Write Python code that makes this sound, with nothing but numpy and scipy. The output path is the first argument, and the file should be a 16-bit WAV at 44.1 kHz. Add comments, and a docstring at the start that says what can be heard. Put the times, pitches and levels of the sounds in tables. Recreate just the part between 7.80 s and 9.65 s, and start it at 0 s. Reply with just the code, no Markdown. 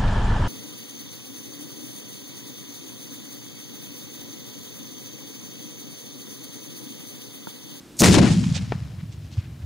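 """An open field, a carbide pipe cannon plugged with newspaper, a torch at its touch hole.
Gas spits, the charge cracks and sets the pipe ringing, and the jet's roar and the fireball's
deep rumble roll away, a little left of the microphone. Paper shreds flutter down, one piece
knocks on something hard, and the torch flame keeps puffing in the centre. The recorder's
gain drops at the shot and only creeps back."""
import sys
import numpy as np
from scipy import signal
from scipy.io import wavfile

SR = 44100
rng = np.random.default_rng(int(sys.argv[2]) if len(sys.argv) > 2 else 0)


def transcribe(signal):
    """Save signal, clipped to [-1, 1], as a 16-bit WAV file at the path in sys.argv[1]."""
    frames = np.atleast_2d(signal).T
    limited = np.clip(frames, -1, 1)
    pcm = np.round(limited * 32767).astype(np.int16)
    wavfile.write(sys.argv[1], SR, pcm)


N = 81585
T = np.arange(N) / SR
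BLAST_START_S = 0.1972
# correlation between the left and right channels
ROAR_ALIKE, BOOM_ALIKE, NEAR_ALIKE, DEBRIS_ALIKE, FIELD_ALIKE = 0.85, 0.78, 1, 0.85, 0.86

# pressure fronts of the charge: (time [s], thump level [dB], crack level [dB])
PRESSURE_FRONTS = [(.2078, -3, -13), (.2154, -5, -4), (0.2199, 2.5, 6)]
# modes of the pipe: (frequency [Hz], level against the thump [dB], t60 [s])
PIPE_MODES = [(186.3, -20, 0.65), (336, -17.5, 0.43), (378.4, -14, .35), (523, -19, .3), (567, -24, 0.42)]
# roar of the escaping gas: (time [s], level [dB], leftward lean [dB], tilt [dB/octave])
ROAR_CURVE = [(.215, -95, 0, 0), (.223, -23, 15, -4), (.236, -7, 1.5, -2.5), (.26, -8.5, 3, 0.3),
              (.30, -16, 5.5, -0.5), (.322, -18.5, 5.5, 2.5), (.35, -9.5, 6, 0), (.37, -18.5, 6.5, -1.5),
              (.388, -11, 7, -1.5), (.408, -24.5, 8, -2.5), (.43, -19, 8, -2.2), (.475, -21, 6, -1.9),
              (.53, -27.5, 4, 0), (.61, -35.5, 3.5, 2.5), (.72, -35.5, 2.5, 1.5), (.88, -40, 2.5, 0),
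              (1.1, -47, 4.5, -1.4), (1.3, -53.5, 6, -1), (1.85, -53, 6, -2.5)]
# its spectrum before tilt and dulling: (frequency [Hz], relative density [dB])
ROAR_SPECTRUM = [(300, -2), (600, 4.5), (1200, -0.5), (2000, 1.5), (4000, -0.5), (7000, -1.5), (9000, -7),
                 (12000, -24.5), (15500, -37)]
# it leans most in the middle range: (frequency [Hz], factor on the lean [ratio])
ROAR_LEAN_FACTOR = [(300, 0.55), (900, 1.68), (2500, 0.84), (6000, 0.82), (11000, 0.2)]
# the fireball's rumble: (frequency [Hz], relative density [dB])
BOOM_SPECTRUM = [(25, -46), (50, -15), (90, -2), (140, -1.5), (190, 0.5), (270, -6), (360, -9.5),
                 (520, -19.5), (800, -32.5), (1300, -75)]
# how long it rolls on: (frequency [Hz], t60 [s])
BOOM_DECAY = [(50, 1.2), (120, 1.95), (190, 1.32), (270, 0.73), (380, 0.4), (800, 0.63)]
# gas spitting from the touch hole: (time [s], level [dB])
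SPIT_CURVE = [(.164, -76), (.168, -44), (.176, -50), (.186, -43), (.192, -26), (.202, -9.5), (.212, -10.5),
              (.219, -20), (.225, -26.5), (.238, -17), (.26, -20), (.31, -30), (.42, -80)]
# its hiss: (frequency [Hz], relative density [dB])
SPIT_SPECTRUM = [(1000, -25), (2600, -15), (4700, -4), (7200, 4.5), (10000, -5.5), (15500, -13.5)]
# single puffs of the torch flame: (time [s], peak level [dB], pitch [Hz])
FLAME_PUFFS = [(0.2232, -6.5, 131), (.2945, -9.5, 111), (0.3145, 1, 183), (.374, -1, 292), (.412, 2, 178),
               (0.435, -4, 89.2), (0.515, -9, 100), (.5345, -5.5, 170), (0.5811, -3.5, 152),
               (0.592, -4, 169), (0.6679, -2, 165), (0.7211, -4.5, 150), (.831, -13, 119),
               (0.9572, -13.5, 145), (1.026, -15, 125), (1.136, -20.5, 133), (1.186, -22, 110),
               (1.235, -15.5, 148), (1.298, -21, 115), (1.403, -21, 112), (1.5864, -7, 102),
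               (1.725, -26, 93), (1.843, -21.5, 91.5)]
# its steady flutter: (frequency [Hz], relative density [dB])
FLAME_SPECTRUM = [(25, -36), (50, -10), (80, 7.5), (125, 5), (190, -9.5), (250, -9), (400, -47.5)]
# falling shreds: (time [s], length [s], level [dB], band centre [Hz], left minus right [dB])
PAPER_RUSTLES = [(0.519, 0.029, -28.5, 5400, -12), (.641, 0.0099, -33, 1570, -14.5),
                 (0.761, 0.027, -24, 3520, -5.5), (0.766, 0.022, -33, 724, -2.5),
                 (0.781, 0.011, -28, 2560, -2), (1.203, 0.023, -45.5, 1720, 4),
                 (1.331, 0.024, -45.5, 3740, -2), (1.447, 0.063, -52.5, 3440, 0),
                 (1.534, 0.028, -43.5, 3300, 2), (1.572, 0.0048, -42, 915, -7),
                 (1.587, 0.031, -43, 3030, 1.5), (1.646, 0.071, -48, 1920, 1),
                 (1.823, 0.015, -49.5, 1650, -5)]
# modes of the knock: (frequency [Hz], level [dB], t60 [s])
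KNOCK_MODES = [(288, -20.5, 0.03), (440, -9.5, 0.015), (707, -11.5, 0.013), (890, -14, 0.009),
               (1390, -19.5, 0.013), (1810, -21.5, 0.019), (2290, -22.5, 0.019), (3160, -27, 0.011),
               (4400, -32, 0.011)]
# ambience of the field: (frequency [Hz], relative density [dB])
FIELD_SPECTRUM = [(25, -12), (70, -12), (140, -4.5), (220, -5), (300, -0.5), (420, -13), (900, -20.5),
                  (2000, -24), (4000, -24.5), (8000, -28.5), (15500, -35.5)]


def from_db(db):
    """Decibels to gain."""
    return 10 ** (np.asarray(db) / 20)


def in_time(rows):
    """Each column of a curve at every sample."""
    times, *columns = np.transpose(rows)
    return [np.interp(T, times, column) for column in columns]


def at_hz(points, hz):
    """Read a table on a log-frequency axis."""
    frequencies, values = np.transpose(points)
    return np.interp(np.log(hz), np.log(frequencies), values)


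def pan(db):
    """Left and right gains for a level difference; positive is left."""
    return from_db(np.array([[.5], [-.5]]) * db)


def stereo_noise(alike):
    """White noise with correlation `alike` between the channels."""
    mid, side = rng.standard_normal((2, N))
    return np.sqrt((1 + alike) / 2) * mid + np.sqrt((1 - alike) / 2) * np.array([side, -side])


def butter(order, hz, kind="low"):
    """Butterworth filter sections."""
    return signal.butter(order, hz, kind, fs=SR, output="sos")


def band(noise, low_hz, high_hz, order=2):
    """Band-pass of stereo noise, run in and scaled to rms 1."""
    padded = np.hstack([noise[:, -N // 4:], noise])
    passed = signal.sosfilt(butter(order, [low_hz, high_hz], "band"), padded)[:, -N:]
    return passed / passed.std()


def coloured(spectrum, alike, shape=lambda hz: 1):
    """Stereo noise in narrow bands, of rms 1 before each takes its envelope shape(hz)."""
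    edges = np.geomspace(22, 17000, 25)
    white = [stereo_noise(alike), stereo_noise(alike)]
    out, power = 0, 0
    for k, (low, high) in enumerate(zip(edges, edges[1:])):
        hz = np.sqrt(low * high)
        gain = from_db(at_hz(spectrum, hz)) * np.sqrt(high - low)
        out += gain * shape(hz) * band(white[k % 2], low, high, order=3)
        power += gain ** 2
    return out / np.sqrt(power)


def grain(depth_db, rate_hz):
    """A fast random gain of rms 1: turbulence or crinkling."""
    gain = from_db(depth_db * np.interp(T * rate_hz, np.arange(N), rng.standard_normal(N)))
    return gain / np.sqrt(np.mean(gain ** 2))


def dying(start, t60):
    """An envelope that jumps to 1 and falls 60 dB in t60 seconds."""
    return (T >= start) * from_db(-60 * np.maximum(T - start, 0) / t60)


def ring(start, hz, t60):
    """One struck mode."""
    return dying(start, t60) * np.sin(2 * np.pi * hz * (T - start))


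def shot():
    """Dead ahead, each pressure front is a crack and a thump, and sets the pipe ringing."""
    crack_decay_s = 0.0006
    noise = band(stereo_noise(NEAR_ALIKE), 420, 5300, order=1)
    out = 0
    for start, thump_db, crack_db in PRESSURE_FRONTS:
        thump = ring(start, hz=200, t60=0.031)
        pipe = sum(from_db(db) * ring(start, hz, t60) for hz, db, t60 in PIPE_MODES)
        crack = noise * (T >= start) * np.exp(-np.abs(T - start) / crack_decay_s)
        out += from_db(thump_db) * (thump + pipe) + from_db(crack_db) * crack
    return out


def roar():
    """The turbulent jet and its echo from across the field, the top duller as it ages."""
    tilt_pivot_hz, dulling_above_hz, dulling_db_per_octave_s = 2310, 4960, 10
    level_db, lean_db, tilt = in_time(ROAR_CURVE)
    age = np.maximum(T - BLAST_START_S, 0)

    def shape(hz):
        tilt_db = tilt * np.log2(max(hz, 500) / tilt_pivot_hz)
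        dulling_db = dulling_db_per_octave_s * age * max(np.log2(hz / dulling_above_hz), 0)
        return from_db(tilt_db - dulling_db) * pan(lean_db * at_hz(ROAR_LEAN_FACTOR, hz))
    turbulence = grain(depth_db=2.5, rate_hz=700)
    return from_db(level_db) * turbulence * coloured(ROAR_SPECTRUM, ROAR_ALIKE, shape)


def boom():
    """The fireball's lumpy rumble; its lows swell slowest, outlast the mids and stay centred."""
    attack_s, swell_cycles, hold_s = 0.004, 8.7, 0.21
    centred_below_hz, lean_db_per_octave = 114, 3
    age = T - BLAST_START_S
    release = np.maximum(age - hold_s, 0)

    def shape(hz):
        swell = np.clip(age / (attack_s + swell_cycles / hz), 0, 1)
        fading = from_db(-60 * release / at_hz(BOOM_DECAY, hz))
        lean_db = lean_db_per_octave * max(np.log2(hz / centred_below_hz), 0)
        return swell * fading * pan(lean_db)
    lumps = grain(depth_db=2, rate_hz=60)
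    rumble = from_db(-5.5) * lumps * coloured(BOOM_SPECTRUM, BOOM_ALIKE, shape)
    mid = rumble.mean(axis=0)
    return mid + signal.sosfiltfilt(butter(2, centred_below_hz, "high"), rumble - mid)


def touch_hole():
    """Burning gas spits from the small hole near the microphone, starting just before the shot."""
    level_db, = in_time(SPIT_CURVE)
    sputter = grain(depth_db=3, rate_hz=1100)
    return from_db(level_db) * sputter * coloured(SPIT_SPECTRUM, NEAR_ALIKE)


def torch_flame():
    """The flame close by: a low flutter with single soft puffs of a cycle or two."""
    start_s, rise_s, puff_sigma_cycles = 0.14, 0.2, 0.58
    rise = np.clip((T - start_s) / rise_s, 0, 1)
    flutter = from_db(-32) * rise * coloured(FLAME_SPECTRUM, NEAR_ALIKE)
    puffs = 0
    for peak_s, db, hz in FLAME_PUFFS:
        cycles = hz * (T - peak_s)
        envelope = np.exp(-.5 * (cycles / puff_sigma_cycles) ** 2)
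        puffs += from_db(db) * envelope * np.cos(2 * np.pi * cycles)
    return flutter + puffs


def paper():
    """Shreds fall on both sides of the microphone, each with a short crinkling swish."""
    edge_ratio, top_hz = 1.82, 8500
    crinkle = stereo_noise(DEBRIS_ALIKE) * grain(depth_db=2.5, rate_hz=780)
    out = 0
    for peak_s, length, db, hz, side_db in PAPER_RUSTLES:
        envelope = np.exp(-2 * ((T - peak_s) / length) ** 2)
        swish = band(crinkle, hz / edge_ratio, hz * edge_ratio)
        out += from_db(db) * pan(side_db) * envelope * swish
    return signal.sosfilt(butter(4, top_hz), out)


def knock():
    """A piece of the plug hits something hard on the left: a dry knock, scatter and a faint echo."""
    start_s, scatter_hz, top_hz = 0.9219, 1150, 5500
    modes = sum(from_db(db) * ring(start_s, hz, t60) for hz, db, t60 in KNOCK_MODES)
    noise = band(stereo_noise(DEBRIS_ALIKE), scatter_hz / 2.8, scatter_hz * 1.7)
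    scatter = from_db(-28.5) * dying(start_s, t60=0.055) * noise
    echo = from_db(-42.5) * dying(start_s, t60=0.42) * noise
    return pan(db=5) * signal.sosfilt(butter(3, top_hz), modes + scatter + echo)


def field():
    """The steady low hush of the open field around the microphone."""
    return from_db(-46.5) * coloured(FIELD_SPECTRUM, FIELD_ALIKE)


def gain_control(x):
    """The recorder's gain drops as soon as the level passes a threshold, then creeps back."""
    threshold_db, most_db, sense_s, recover_db_per_s = -26.5, 6.5, 0.0082, 0.6
    pole = np.exp(-1 / (sense_s * SR))
    power = signal.lfilter([1 - pole], [1, -pole], np.mean(x ** 2, axis=0))
    duck_db = np.clip(10 * np.log10(power + 1e-12) - threshold_db, 0, most_db)
    recovery_db = recover_db_per_s * T
    held_db = np.maximum.accumulate(duck_db + recovery_db) - recovery_db
    return x * from_db(-held_db)


def scene():
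    """The shot and its aftermath as they reach the microphone."""
    return touch_hole() + shot() + roar() + boom() + torch_flame() + paper() + knock() + field()


def record(dry):
    """Behind the microphone: low cut, gain control, rounded peaks and a steep top cut."""
    low_cut_hz, ceiling, top_cut_hz = 35.5, 1.05, 15600
    ducked = gain_control(signal.sosfilt(butter(2, low_cut_hz, "high"), dry))
    rounded = ceiling * np.tanh(ducked / ceiling)
    return signal.sosfilt(signal.ellip(12, .1, 80, top_cut_hz, fs=SR, output="sos"), rounded)


dry = scene()
out = record(dry)
transcribe(out)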